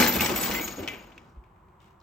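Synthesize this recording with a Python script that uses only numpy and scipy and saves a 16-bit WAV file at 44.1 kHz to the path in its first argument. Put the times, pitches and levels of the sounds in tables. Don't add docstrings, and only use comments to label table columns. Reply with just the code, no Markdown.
import sys
import numpy as np
from scipy import signal
from scipy.fft import rfft, irfft, next_fast_len
from scipy.io import wavfile
from scipy.ndimage import uniform_filter1d, map_coordinates

SR = 44100
rng = np.random.default_rng(int(sys.argv[2]) if len(sys.argv) > 2 else 0)


def pcm_store(signal):
    levels = np.round(np.clip(np.atleast_2d(signal), -1, 1) * 32767)
    wavfile.write(sys.argv[1], SR, levels.astype(np.int16).T)


N = 89478
T = np.arange(SR * 3 // 4) / SR


def amp(db):
    return 10 ** (np.asarray(db) / 20)


def along(points, hz):
    point_hz, value = np.transpose(points)
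    return np.interp(np.log(hz + 1), np.log(point_hz + 1), value)


def level(rows):
    s, db = np.transpose(rows)
    t = np.arange(N) / SR
    return amp(np.interp(t, s, db) - 202 * np.maximum(t - s[-1], 0))


def fade(t60):
    return 1000 ** (-T / np.maximum(t60, 1e-3))


def soft_start(rise_s):
    return 1 - np.exp(-T / rise_s)


def add(out, s, x):
    i = max(0, round(s * SR))
    out[:, i:i + x.shape[1]] += x[:, :N - i]


# freq_hz, correlation
STEREO_LIKENESS = [(100, .97), (250, .9), (500, .55), (1000, .3), (2200, .55), (4500, .25), (8000, .2),
                   (13000, .4)]


def noise(colour, size, bright_db=0):
    hz = np.fft.rfftfreq(size, 1 / SR)
    turn = np.arccos(np.clip(along(STEREO_LIKENESS, hz), -1, 1)) / 2
    spectra = rfft(rng.standard_normal((2, size))) * amp(along(colour, hz))
    mid, side = spectra * [np.cos(turn), np.sin(turn)]
    pair = np.array([mid + side, mid - side])
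    share = along([(2800, 0.045), (6000, 0.84)], hz)
    return irfft(pair * amp(bright_db * share), size) / irfft(pair, size).std()


# freq_hz, t60_s
KITCHEN_DECAY = [(100, 0.54), (400, 0.86), (2500, 0.54), (7000, 0.21), (15000, 0.1)]


def blow(colour, t60, room_db, bright_db=0):
    hz, t, cells = signal.stft(noise(colour, len(T), bright_db), SR, nperseg=256)
    decay = 1000 ** (-t / along(KITCHEN_DECAY, hz)[:, None])
    tail = signal.istft(cells * decay, SR, nperseg=256)[1][:, :len(T)]
    burst = noise(colour, len(T), bright_db) * fade(t60)
    return burst + amp(room_db) * tail * soft_start(0.012)


def wobble(rate):
    return map_coordinates(rng.standard_normal(400), [T * rate], mode="wrap")


CHATTER_PER_S, CHATTER_DB, CHATTER_RAD = 78, 4, 0.94


def ring(modes, scatter_db=-1.5, chatter=False):
    out = np.zeros((2, len(T)))
    for hz, db, t60 in modes:
        side_spread = rng.normal(0, 1, (2, 1)) * min(hz / 4000, .35)
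        phase = rng.uniform(0, 2 * np.pi) + side_spread
        db = db + scatter_db * rng.normal()
        if chatter:
            phase = phase + CHATTER_RAD * wobble(CHATTER_PER_S)
            db = db + CHATTER_DB * wobble(CHATTER_PER_S)
        out += amp(db) * np.sin(2 * np.pi * hz * T + phase) * fade(t60)
    return out


def pitched(modes, hz, chatter=False):
    return ring([(hz * ratio, db, t60) for ratio, db, t60 in modes], chatter=chatter)


def rattle(curve, colour, modes, rate, spread_db, t60, room_db, ring_db, count=3):
    out = np.zeros((2, N))
    lead_in = len(T)
    for _ in range(count):
        struck = rng.random(N + lead_in) < rate / count / SR
        strength = amp(spread_db * np.clip(rng.standard_normal(N + lead_in), -2, 1.5))
        hits = struck * strength
        body = blow(colour, t60, room_db) + amp(ring_db) * ring(modes)
        out += signal.fftconvolve(hits[None], body, axes=1)[:, lead_in:lead_in + N]
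    power = uniform_filter1d((out ** 2).mean(0), size=2400)
    slow_rms = np.sqrt(np.abs(power) + 1e-12)
    return out / slow_rms * level(curve)


# time_s, level_db
SHAKE = [(0.0, -20), (0.085, -27), (.195, -34.5), (.22, -27.5), (.33, -36.5), (0.444, -32), (0.52, -34.5),
         (0.64, -42), (0.822, -50.5), (1.252, -71.5), (1.3, -71)]
# freq_hz, level_db
WIRE_COLOUR = [(600, -23), (1300, -4.5), (2300, -3.5), (3300, -7.5), (4500, -4), (6500, -5), (8000, -9),
               (11000, -19), (16000, -30.5)]
# freq_hz, level_db, t60_s
RACK_MODES = [(2052, -3, .25), (2230, 0, .15), (2320, -1, .2), (2560, -3, .1), (2970, -4, .15),
              (3320, -6, .1), (3550, -7, .12), (5540, -10, .12)]
# time_s, level_db
TUB = [(0.0, -23.5), (0.14, -32), (0.166, -25), (0.19, -34), (0.224, -25), (0.286, -33), (0.3, -26.5),
       (0.38, -33), (0.506, -30.5), (0.752, -42.5), (0.766, -45.5), (0.792, -40), (1.032, -52.5),
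       (1.3, -57.5)]
# freq_hz, level_db
HOLLOW_COLOUR = [(40, -21.5), (90, -4.5), (140, -9.5), (200, 4), (330, -0.5), (520, -4), (800, -5.5),
                 (1300, -9), (2200, -27.5), (5000, -54)]
# freq_hz, level_db, t60_s
TUB_MODES = [(195, -4, .5), (237, -1, .65), (340, 0, .35), (415, -3, .15), (475, -5, .18), (574, -7, .12),
             (735, -4, .1), (857, -9, .12), (935, -3, .15), (1180, -3, .25), (1260, -5, .15),
             (1527, -4, .25)]
# time_s, level_db
JINGLE = [(0.0, -22), (0.07, -26.5), (0.076, -40.5), (0.15, -40), (0.158, -19.5), (0.196, -44.5),
          (0.222, -26), (0.34, -41), (0.364, -27.5), (0.404, -32), (0.572, -41), (0.602, -43.5),
          (0.694, -46.5), (0.766, -53.5), (0.814, -56.5), (1.1, -99)]
# freq_hz, level_db
JINGLE_COLOUR = [(5000, -36), (9000, -1.5), (12000, 3), (13800, 5), (15800, -3.5)]


def shaking():
    wires = rattle(SHAKE, WIRE_COLOUR, RACK_MODES, rate=330, spread_db=0, t60=0.024,
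                   room_db=-12.5, ring_db=-19)
    tub = rattle(TUB, HOLLOW_COLOUR, TUB_MODES, rate=300, spread_db=4, t60=.03,
                 room_db=-15.0, ring_db=-14.5)
    jingle = rattle(JINGLE, JINGLE_COLOUR, [], rate=690, spread_db=4.5, t60=0.061,
                    room_db=-10.5, ring_db=0)
    return amp(-3) * wires + amp(-1) * tub + amp(-2.5) * jingle


# pitch_ratio, level_db, share_of_ring_time
TINE_MODES = [(1.002, -4, 1), (1.478, -9, .7), (2.3, -6.5, 0.6)]


def pings(curve, rate, low_hz, high_hz, t60, ping_db, spread_db=3, tick_db=-8):
    out = np.zeros((2, N))
    gain = level(curve)
    tick_colour = [(low_hz / 2, -20), (low_hz, 0), (high_hz, -4), (high_hz * 2, -25)]
    tick = noise(tick_colour, len(T)) * fade(0.0068)
    for when, pitch, size, life in rng.random((int(rate * N / SR), 4)):
        hz = low_hz * (high_hz / low_hz) ** pitch
        ring_s = t60 * (.5 + life)
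        part = pitched([(ratio, db, share * ring_s) for ratio, db, share in TINE_MODES], hz)
        strength = gain[int(when * N)] * amp(ping_db + spread_db * np.log(size + 1e-3))
        add(out, when * N / SR, strength * (part + amp(tick_db) * tick))
    return out


def loose_parts():
    tines = pings(SHAKE, rate=210, low_hz=1399, high_hz=5990, t60=0.063, ping_db=.5)
    basket = pings(TUB, rate=80, low_hz=438, high_hz=1004.4, t60=0.08, ping_db=-3.5)
    return tines + basket


# start_s, level_db, treble_tilt_db, rebound_after_s
CLACKS = [(.001, -14, 7, 0.0063), (0.012, -16, 3, 0.0071), (.026, -20.5, -11, 0.013), (.062, -18, 6, 0.012),
          (0.157, -22, 3.5, 0.0073), (.2068, -11.5, -4, 0.0027), (0.215, -20.5, 2, 0.0043),
          (0.26, -15, 2.5, 0.0032), (.2947, -21.5, 2, 0.0037), (.362, -18, -6, 0.012),
          (.434, -22, 10, 0.0041), (0.512, -20, 2.5, 0.0082), (.546, -15.5, -7.5, 0.0044),
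          (.677, -25.5, 7, .003), (.831, -31.5, -4.5, .005), (0.8765, -18, -7, 0.0078),
          (.935, -28.5, -14.5, .011), (1.12, -41.5, -17.5, 0.0042), (1.179, -39.5, -8, 0.0028)]
# freq_hz, level_db
CLACK_COLOUR = [(150, -5.5), (700, -11), (1700, -7.5), (2400, -2), (3100, -2.5), (4200, -14), (6500, -9),
                (9000, -22.5), (14000, -22)]
REBOUND_DB = -2


def clacks():
    out = np.zeros((2, N))
    for s, db, bright_db, rebound_s in CLACKS:
        for when, size_db in [(s, db), (s + rebound_s, db + REBOUND_DB)]:
            crack = blow(CLACK_COLOUR, t60=0.0096, room_db=-20.5, bright_db=bright_db)
            shudder = blow(CLACK_COLOUR, t60=.04, room_db=-14, bright_db=bright_db)
            metal = ring(RACK_MODES, scatter_db=5)
            contact = amp(-5) * crack + amp(-1.5) * shudder + amp(-18.5) * metal
            add(out, when, amp(size_db - 6.5) * contact)
    return out


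# start_s, level_db, pitch_hz
WHEELS = [(0.025, -5.5, 2350), (0.031, -12, 2330), (0.197, -14.5, 2460), (0.55, -22, 2260),
          (0.5956, -19.5, 2430), (0.8768, -19, 2560), (0.884, -22, 2580), (1.179, -36.5, 2530)]
# pitch_ratio, level_db, t60_s
WHEEL_MODES = [(.88, -12, 0.033), (1, -3, .016), (1.2, -14.5, 0.015)]


def wheels():
    out = np.zeros((2, N))
    for s, db, hz in WHEELS:
        colour = [(hz / 2, -25), (hz, 0), (hz * 2, -28)]
        knock = pitched(WHEEL_MODES, hz) + amp(-23) * blow(colour, t60=.02, room_db=-18.0)
        add(out, s, amp(db) * knock)
    return out


# start_s, level_db, pitch_hz
TWANGS = [(.209, -32.5, 2280), (.551, -29, 2060), (.597, -37, 2218), (0.936, -49.5, 2780)]
# pitch_ratio, level_db, t60_s
TWANG_MODES = [(1, 0, 0.27), (1.13, -12.5, 0.12), (1.6, -18, 0.14)]


def twangs():
    out = np.zeros((2, N))
    for s, db, hz in TWANGS:
        add(out, s, amp(db) * pitched(TWANG_MODES, hz, chatter=True))
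    return out


# start_s, piece, level_db
CLINKS = [(0, "plate", -26.5), (0, "teaspoon", -37.5), (0, "spoon", -32.5), (.073, "fork", -23.5),
          (0.144, "spoon", -41), (.206, "spoon", -28), (0.206, "plate", -33), (.22, "teaspoon", -32),
          (0.359, "spoon", -31), (0.411, "spoon", -28.5), (.44, "teaspoon", -24), (0.537, "fork", -32),
          (0.612, "knife", -39), (.79, "fork", -53.5), (0.878, "knife", -56.5)]
CUTLERY = {"fork": [(7280, -9, .4), (12096, 0, .38), (12150, -10, .15), (14244, -4, .3), (15622, -2, .3)],
           "knife": [(6697, -1, .7), (6869, -11, .3), (7887, -5, .25), (9044, -7, .4), (14246, 4, .55)],
           "spoon": [(6869, -7, .4), (7887, -6, .4), (9044, -6, .4), (13151, -2, .25), (13733, -2, .25),
           (13850, -7, .15)], "teaspoon": [(7950, -12, .2), (15052, 0, .45), (15620, -7, .3)],
           "plate": [(858, 0, .6), (1180, -4, .35), (1525, -4, .35)]}


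def cutlery():
    out = np.zeros((2, N))
    for s, piece, db in CLINKS:
        add(out, s, amp(db) * ring(CUTLERY[piece], chatter=True) * soft_start(0.00075))
    return out


# start_s, level_db, pitch_hz of the struck spot
THUMPS = [(.002, -15.5, 316.5), (.004, -16, 240), (.024, -21, 501), (.07, -21, 245), (0.152, -22, 185),
          (.295, -19, 365.5), (0.485, -30, 310), (.599, -26.5, 315), (0.778, -27, 211), (.793, -29, 381),
          (0.824, -28.5, 323.4), (0.927, -39, 395), (1.166, -53, 248), (1.357, -51.5, 221.6)]
# freq_hz, level_db
THUMP_COLOUR = [(40, -23), (140, -17), (230, -0.5), (360, -3), (560, -5.5), (1200, -21), (3000, -21.5),
                (9000, -52)]
# pitch_ratio, level_db, t60_s
DOOR_MODES = [(1, 3.5, .15), (1.17, -9.5, .09), (1.55, -13.5, .08)]


def thumps():
    out = np.zeros((2, N))
    for s, db, hz in THUMPS:
        burst = blow(THUMP_COLOUR, t60=0.15, room_db=-15)
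        body = amp(-1.5) * burst + amp(-2.5) * pitched(DOOR_MODES, hz)
        add(out, s, amp(db - 3) * body * soft_start(0.0049))
    return out


# start_s, level_db, pitch_hz
THUDS = [(0.17, -32, 80), (.34, -37, 52.24), (0.491, -38.5, 49.4), (0.548, -37.5, 50.4),
         (0.649, -42.5, 57.4), (0.799, -38.5, 90), (1.368, -36.5, 54.7)]


def thuds():
    out = np.zeros((2, N))
    u = T / 0.014
    for s, db, hz in THUDS:
        add(out, s, amp(db) * u * np.exp(1 - u) * np.sin(2 * np.pi * hz * T)[None])
    return out


# start_s, level_db, pitch_hz
CLAWS = [(1.439, -53.5, 2190), (1.561, -59.5, 2207), (1.685, -60, 2300), (1.803, -55.5, 3410),
         (1.862, -55.5, 2000), (2.002, -57.5, 4900), (2.013, -58.5, 3800)]
# pitch_ratio, level_db, t60_s
CLAW_MODES = [(.9, -11, 0.021), (1.07, -6, 0.015)]


def claws():
    out = np.zeros((2, N))
    for s, db, hz in CLAWS:
        colour = [(hz / 3, -12), (hz, 0), (hz * 2, -17), (hz * 4, -28)]
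        tick = pitched(CLAW_MODES, hz) + amp(-6.5) * blow(colour, t60=0.0306, room_db=-9)
        add(out, s, amp(db) * tick)
    return out


# time_s, level_db
DRAG = [(1.78, -97.5), (1.81, -65), (1.868, -66.5), (1.9, -69.5), (1.96, -81.5)]
# freq_hz, level_db
SCUFF_COLOUR = [(500, -15.5), (1900, -0.5), (3000, -0.5), (4500, -9.5), (8000, -11), (14000, -17.5)]


def scuff():
    return rattle(DRAG, SCUFF_COLOUR, [], rate=700, spread_db=3, t60=.018, room_db=-15.0, ring_db=0)


# freq_hz, level_db
HUM_COLOUR = [(20, -15.5), (50, 0), (100, -5.5), (135, -5.5), (165, -6.5), (200, -9.5), (280, -21),
              (365, -8.5), (420, -19.5), (700, -18), (1000, -10), (1350, -20), (1850, -29), (3200, -39.5),
              (5200, -50), (7300, -45.5), (14500, -48), (15800, -55)]


def room_hum():
    return amp(-55.5) * noise(HUM_COLOUR, N)


# freq_hz, difference_db
LEFT_OVER_RIGHT = [(100, 0), (400, .8), (850, 4), (2200, 2.5), (4500, 4), (6700, 5), (8500, 0), (14000, 0)]
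# freq_hz, lead_rad
LEFT_LEAD = [(100, 0), (350, .22), (1100, 1), (2200, .45), (4500, .9), (7000, -.4), (8000, -.7),
             (9200, -2.8), (12500, -6), (14400, -6.6), (15400, -8.2)]


def place_left(sources):
    m = next_fast_len(N + SR // 2)
    hz = np.fft.rfftfreq(m, 1 / SR)
    lean = amp(along(LEFT_OVER_RIGHT, hz) / 2) * np.exp(.5j * along(LEFT_LEAD, hz))
    return irfft(rfft(sources, m) * [lean, 1 / lean], m)[:, :N]


def scene():
    rack = shaking() + loose_parts() + clacks() + wheels() + twangs()
    dog = thumps() + thuds() + claws() + scuff()
    return place_left(rack + cutlery() + dog) + room_hum()


# freq_hz, gain_db
TREBLE_GAP = [(8500, -0.5), (9300, -4.5), (9800, -52.5), (10800, -22.5), (11300, -2.5), (11900, -1)]
LOW_CUT_HZ, TOP_HZ = 35, 15900


def record(dry):
    m = next_fast_len(N + SR // 2)
    hz = np.fft.rfftfreq(m, 1 / SR)
    low_cut = hz ** 2 / np.sqrt(hz ** 4 + LOW_CUT_HZ ** 4)
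    response = low_cut * amp(along(TREBLE_GAP, hz)) * (hz < TOP_HZ)
    return irfft(rfft(dry, m) * response, m)[:, :N]


dry = scene()
out = record(dry)
pcm_store(out)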